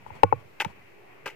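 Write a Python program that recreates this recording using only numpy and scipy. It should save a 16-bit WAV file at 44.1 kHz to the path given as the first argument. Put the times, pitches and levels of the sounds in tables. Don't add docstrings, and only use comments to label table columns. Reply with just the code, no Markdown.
import sys
import numpy as np
from scipy import signal
from scipy.fft import rfft, irfft
from scipy.io import wavfile
from scipy.ndimage import uniform_filter1d

SR = 44100
rng = np.random.default_rng(int(sys.argv[2]) if len(sys.argv) > 2 else 0)


def ratio(d):
    e = np.asarray(d, float) / 20
    return 10 ** e


def int16_out(signal):
    q = np.round(np.clip(np.atleast_2d(signal).T, -1, 1) * 32767)
    wavfile.write(sys.argv[1], SR, q.astype(np.int16))


N = 59535

# (frequency [Hz], density [dB per Hz])
LEAVES_SPECTRUM = [(25, -31.5), (60, -10.5), (110, -7), (250, -10), (370, -2), (800, -9), (1300, -13.5),
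                   (3400, -35)]
# (frequency [Hz], density [dB per Hz])
STREAM_SPECTRUM = [(1300, -10.5), (1700, -4), (2000, -.5), (2350, -0.5), (2650, -2.5), (2900, -8.5),
                   (3200, -13), (3700, -29.5)]
# (time [s], level [dB])
STREAM_LEVEL = [(0, -65), (.08, -61), (.14, -57), (.2, -62), (.24, -61), (.55, -64.5), (.7, -61),
                (1.0, -64), (1.35, -58.5)]
# (frequency [Hz], density [dB per Hz])
HISS_SPECTRUM = [(2120, -29), (3600, 3.5), (9620, -7.5), (14900, -2.5), (16000, -15), (16400, -35)]
# (time [s], level [dB])
GRIP_EFFORT = [(0, -49), (.05, -56.5), (.11, -49), (.2, -48.5), (.26, -82), (.4, -51), (0.499, -62.5),
               (.7, -51.5), (.8, -66.5), (1.35, -65)]
# (time [s], level [dB], frequency [Hz], t60 [s])
THUMPS = [(0.063, -42, 61, 0.086), (0.108, -38.5, 84.6, 0.13), (0.152, -40.5, 140, 0.095),
          (0.238, -11, 108, 0.047), (0.246, -24.5, 173, 0.052), (0.248, -30, 101.7, .3),
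          (0.329, -26, 122, 0.097), (0.358, -30.5, 106.4, 0.074), (0.384, -44, 111.1, 0.13),
          (0.453, -36.5, 109.5, 0.04), (0.501, -46, 87, 0.032), (0.598, -45, 114, .08),
          (.660, -20, 173, 0.033), (0.665, -21, 90, 0.023), (0.679, -34.5, 130, .04),
          (1.261, -39, 120, 0.041)]
# (time [s], level [dB], hollow modes [dB], tick [dB], ring length [factor])
KNOCKS = [
    (.0628, -22, -5, -50, .95),
    (.1030, -26, -8, -50, 1.2),
    (.131, -36, -6, -45, .9),
    (.6468, -19, -7, -14, 1.9),
    (.2322, 6.5, 3.5, -28, 1.12),
    (.3244, 1.1, 1.2, -70, 1.02),
]
KNOCK_SIGNS = (1, -1, -1, 1, 1, -1)
# (frequency [Hz], t60 [s], left [dB], right [dB], hollow share [0-1])
SHELL_MODES = [(310, .035, -20, -19, .9), (478, .036, -7, -15, .9), (545, .021, -1, -8, .9),
               (852, .015, 14, -6, .1), (1045, .015, 1, -6, .6), (1305, .011, 5, -4, .1),
               (1850, .008, -2, -12, .1), (2490, .008, -6, -20, .1)]
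# (frequency [Hz], t60 [s], left [dB], right [dB])
RATTLE_MODES = [(1085, 0.17, -32.5, -52), (1134, 0.22, -37.5, -46), (819, 0.16, -38, -46),
                (1460, .15, -44.5, -38.5), (2290, .16, -51, -51.5), (2600, 0.19, -52, -51.5)]
# (time [s], length [s], start [Hz], end [Hz], level [dB])
PEEPS = [
    (.219, 0.028, 2200, 2220, -76),
    (0.305, 0.029, 2403, 2050, -43),
    (0.352, 0.0146, 2340, 2440, -50),
    (0.81, 0.017, 2008, 2020, -47.5),
]
# (time [s], level [dB], flesh [dB], t60 [s], husk centre [Hz])
TEARS = [(.6000, -21, -7, 0.037, 2610), (0.603, -21.5, 3.5, 0.014, 2720), (0.6074, -22.5, -7, 0.082, 2126),
         (.613, -26.5, -27, 0.037, 1930), (0.6189, -26, 2.5, 0.016, 2560), (0.621, -44, -23, 0.033, 1920),
         (0.6473, -21.5, 0, .009, 2330), (0.65, -41.5, -3, 0.088, 2400), (1.2578, -32.5, -27, 0.07, 2400),
         (1.2592, -27, 4.5, 0.037, 1840), (1.2627, -32.5, -1, 0.064, 1990),
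         (1.2742, -31.5, -8, 0.051, 2590), (1.28, -35, -1.5, 0.039, 2100), (1.289, -42, -24.5, 0.045, 2130),
         (1.2985, -42.5, -46, 0.09, 2040), (1.304, -52, 0, .2, 2400)]
# (frequency [Hz], width [Hz], level [dB])
FLESH_MODES = [(390, 157, -13.5), (549, 236, -5), (839, 178, -0.5), (1193, 193, -4), (1597, 160, -2)]
# (frequency [Hz], level [dB])
SPRAY_SPECTRUM = [(3000, -30.5), (5000, -22), (7500, -29), (10000, -35.5), (13000, -31.5), (16000, -42.5)]

LEAVES_DB, LEAVES_PAN_DB, STREAM_PAN_DB, HISS_DB = -58, .5, 3, -74
THUMP_RISE_S, THUMP_LEFT_DB = .0027, -17.5
RUB_DB, RUB_RIGHT_DB = -1.5, -11.5
SHELL_RISE_S, RIGHT_LATE_S, SHARPER_PER_DB_SOFT = .003, .0004, .002
RATTLE_RISE_S, RATTLE_DB_PER_TICK_DB, RATTLE_WAVER_DB = .0092, .12, 5.5
TICK_HZ, TICK_WIDTH_HZ, TICK_RISE_S, TICK_T60_S, TICK_RIGHT_DB = 2400, 2970, .0014, .008, -26.5
FIBRES_PER_S, CRACKLE_DB, FIRST_SNAP_DB = 11000, 3, 15
TEAR_RISE_S, TEAR_LAG_S, TEAR_PAN_DB = .0003, .00005, 3
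HUSK_WIDTH_RATIO, HUSK_AIR, FLESH_SNAP = .24, .3, .14
SPRAY_PAN_DB, SPRAY_AIR, SPRAY_DB_PER_FLESH_DB = 8, 1.65, .00015
LOW_CUT_HZ, TOP_HZ, CEILING, OFFSET = 75, 16300, .97, .0014


def noise(channels=2):
    return rng.standard_normal((channels, N))


def band(x, hz, width_hz):
    return signal.lfilter(*signal.iirpeak(hz, hz / width_hz, fs=SR), x)


def unit(x):
    return x / np.sqrt(np.mean(x ** 2))


def pan(db):
    return ratio(db * np.array([[.5], [-.5]]))


def colour(x, points):
    hz, db = np.array(points, float).T
    f = np.arange(N // 2 + 1) * SR / N + 1e-3
    gain = ratio(np.interp(np.log(f), np.log(hz), db)) * (f > hz[0]) * (f < hz[-1])
    return irfft(rfft(x) * gain, N)


def curve(points):
    s, db = np.array(points).T
    return ratio(np.interp(np.arange(N) / SR, s, db))


def walk(rate_hz):
    k = int(SR / rate_hz)
    steps = np.repeat(rng.standard_normal(N // k + 1), k)
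    smooth = uniform_filter1d(uniform_filter1d(steps, k), k)
    return unit(smooth[:N])


def blow(start_s, rise_s, t60_s):
    t = np.maximum(np.arange(N) / SR - start_s, 0)
    rise = (1 - np.exp(-t / rise_s)) ** 2
    return t, rise * np.exp(-np.log(1000) * t / t60_s)


def garden():
    mid, side = noise()
    edges_hz = 25 * 2 ** np.arange(0, 7.7, .6)
    rustle = 0
    for lo, hi in zip(edges_hz[:-1], edges_hz[1:]):
        wide = min(lo / 220, 1) * np.array([[1], [-1]])
        strip = colour(mid + wide * side, [(lo, 0), (hi, 0)])
        rustle = rustle + strip * ratio(2 * walk(9.6)) / np.sqrt(1 + wide ** 2)
    leaves = unit(colour(rustle, LEAVES_SPECTRUM)) * ratio(LEAVES_DB + 3) * pan(LEAVES_PAN_DB)
    stream = unit(colour(noise(), STREAM_SPECTRUM)) * curve(STREAM_LEVEL)
    stream = stream * ratio(3.5 + walk(30)) * pan(STREAM_PAN_DB)
    hiss = unit(colour(noise(), HISS_SPECTRUM)) * ratio(HISS_DB + 3 + .5 * walk(12))
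    return leaves + stream + hiss


def grip():
    low = 0
    for s, db, hz, t60_s in THUMPS:
        t, env = blow(s, THUMP_RISE_S, t60_s)
        low = low + ratio(db) * 2 * env * np.sin(2 * np.pi * hz * t)
    effort = curve(GRIP_EFFORT)
    rumble = unit(band(band(noise(1)[0], 116, 140), 103, 110))
    low = low + effort * ratio(3 * walk(25)) * rumble
    grit = noise(1)[0] * ratio(4 * walk(60))
    rub = band(grit, 835, 220) + .21 * band(grit, 600, 148.3) + .5 * band(grit, 910, 120)
    rub = effort * ratio(RUB_DB) * unit(rub)
    left = ratio(THUMP_LEFT_DB) * low + rub
    right = low + ratio(RUB_RIGHT_DB) * np.roll(rub, 40)
    return np.array([left, right])


def knocks():
    out = np.zeros((2, N))
    tick = band(noise(), TICK_HZ, TICK_WIDTH_HZ)
    wavers = [ratio(RATTLE_WAVER_DB * walk(70)) for _ in RATTLE_MODES]
    for (s, db, hollow_db, tick_db, ring), sign in zip(KNOCKS, KNOCK_SIGNS):
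        sharper = 1 + SHARPER_PER_DB_SOFT * np.clip(-db, 0, 20)
        rattle_db = db + RATTLE_DB_PER_TICK_DB * tick_db
        for side, late_s in enumerate((0, RIGHT_LATE_S)):
            for hz, t60_s, left_db, right_db, share in SHELL_MODES:
                t, env = blow(s + late_s, SHELL_RISE_S, t60_s * ring)
                gain = ratio(db + (left_db, right_db)[side] + share * hollow_db)
                gain = gain * sign * np.sign(.5 - share)
                out[side] += gain * env * np.sin(2 * np.pi * hz * sharper * t)
            for (hz, t60_s, left_db, right_db), waver in zip(RATTLE_MODES, wavers):
                t, env = blow(s, RATTLE_RISE_S, t60_s)
                gain = ratio(rattle_db + (left_db, right_db)[side])
                out[side] += gain * waver * env * np.sin(2 * np.pi * hz * t)
            _, env = blow(s + late_s, TICK_RISE_S, TICK_T60_S)
            out[side] += ratio(db + tick_db + side * TICK_RIGHT_DB) * 16 * env * tick[side]
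    return out


def bird():
    out = 0
    for s, length_s, from_hz, to_hz, db in PEEPS:
        u = np.clip((np.arange(N) / SR - s) / length_s, 0, 1)
        cycles = length_s * (from_hz * u + (to_hz - from_hz) * u ** 2 / 2)
        out = out + ratio(db) * .52 * np.sin(np.pi * u) * np.sin(2 * np.pi * cycles)
    return out


def chops():
    snaps = (rng.random(N) < FIBRES_PER_S / SR) * rng.standard_normal(N)
    snaps = snaps * ratio(CRACKLE_DB * rng.exponential(size=N))
    snaps = np.clip(unit(snaps), -3.5, 3.5)
    air = noise()
    husk, wet, fine = 0, 0, 0
    for s, db, flesh_db, t60_s, hz in TEARS:
        drive = ratio(db) * blow(s, TEAR_RISE_S, t60_s)[1]
        push = drive * (snaps + HUSK_AIR * air)
        push[:, int((s + TEAR_RISE_S) * SR)] -= ratio(db + FIRST_SNAP_DB)
        width_hz = hz * HUSK_WIDTH_RATIO
        husk = husk + 5 * band(band(push, hz, width_hz), hz, 2 * width_hz)
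        wet = wet + ratio(flesh_db) * (FLESH_SNAP * push + drive * snaps)
        fine = fine + ratio(SPRAY_DB_PER_FLESH_DB * flesh_db) * drive
    body = husk
    for hz, width_hz, db in FLESH_MODES:
        body = body + 7 * ratio(db) * band(band(wet, hz, width_hz), hz, 3 * width_hz)
    body = np.array([body[0], np.roll(body[1], int(TEAR_LAG_S * SR))])
    spray = colour(fine * (snaps + SPRAY_AIR * air), SPRAY_SPECTRUM) * 2.34
    return body * pan(TEAR_PAN_DB) + spray * pan(SPRAY_PAN_DB)


def scene():
    return garden() + grip() + knocks() + bird() + chops()


def top_cut(x):
    return signal.sosfilt(signal.butter(12, 16720, fs=SR, output="sos"), x)


def record(dry):
    x = signal.lfilter(*signal.butter(2, LOW_CUT_HZ, "high", fs=SR), dry)
    x = np.clip(x, -CEILING, CEILING)
    x = signal.sosfilt(signal.ellip(8, .2, 70, TOP_HZ, fs=SR, output="sos"), x)
    return top_cut(x + OFFSET)


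dry = scene()
out = record(dry)
int16_out(out)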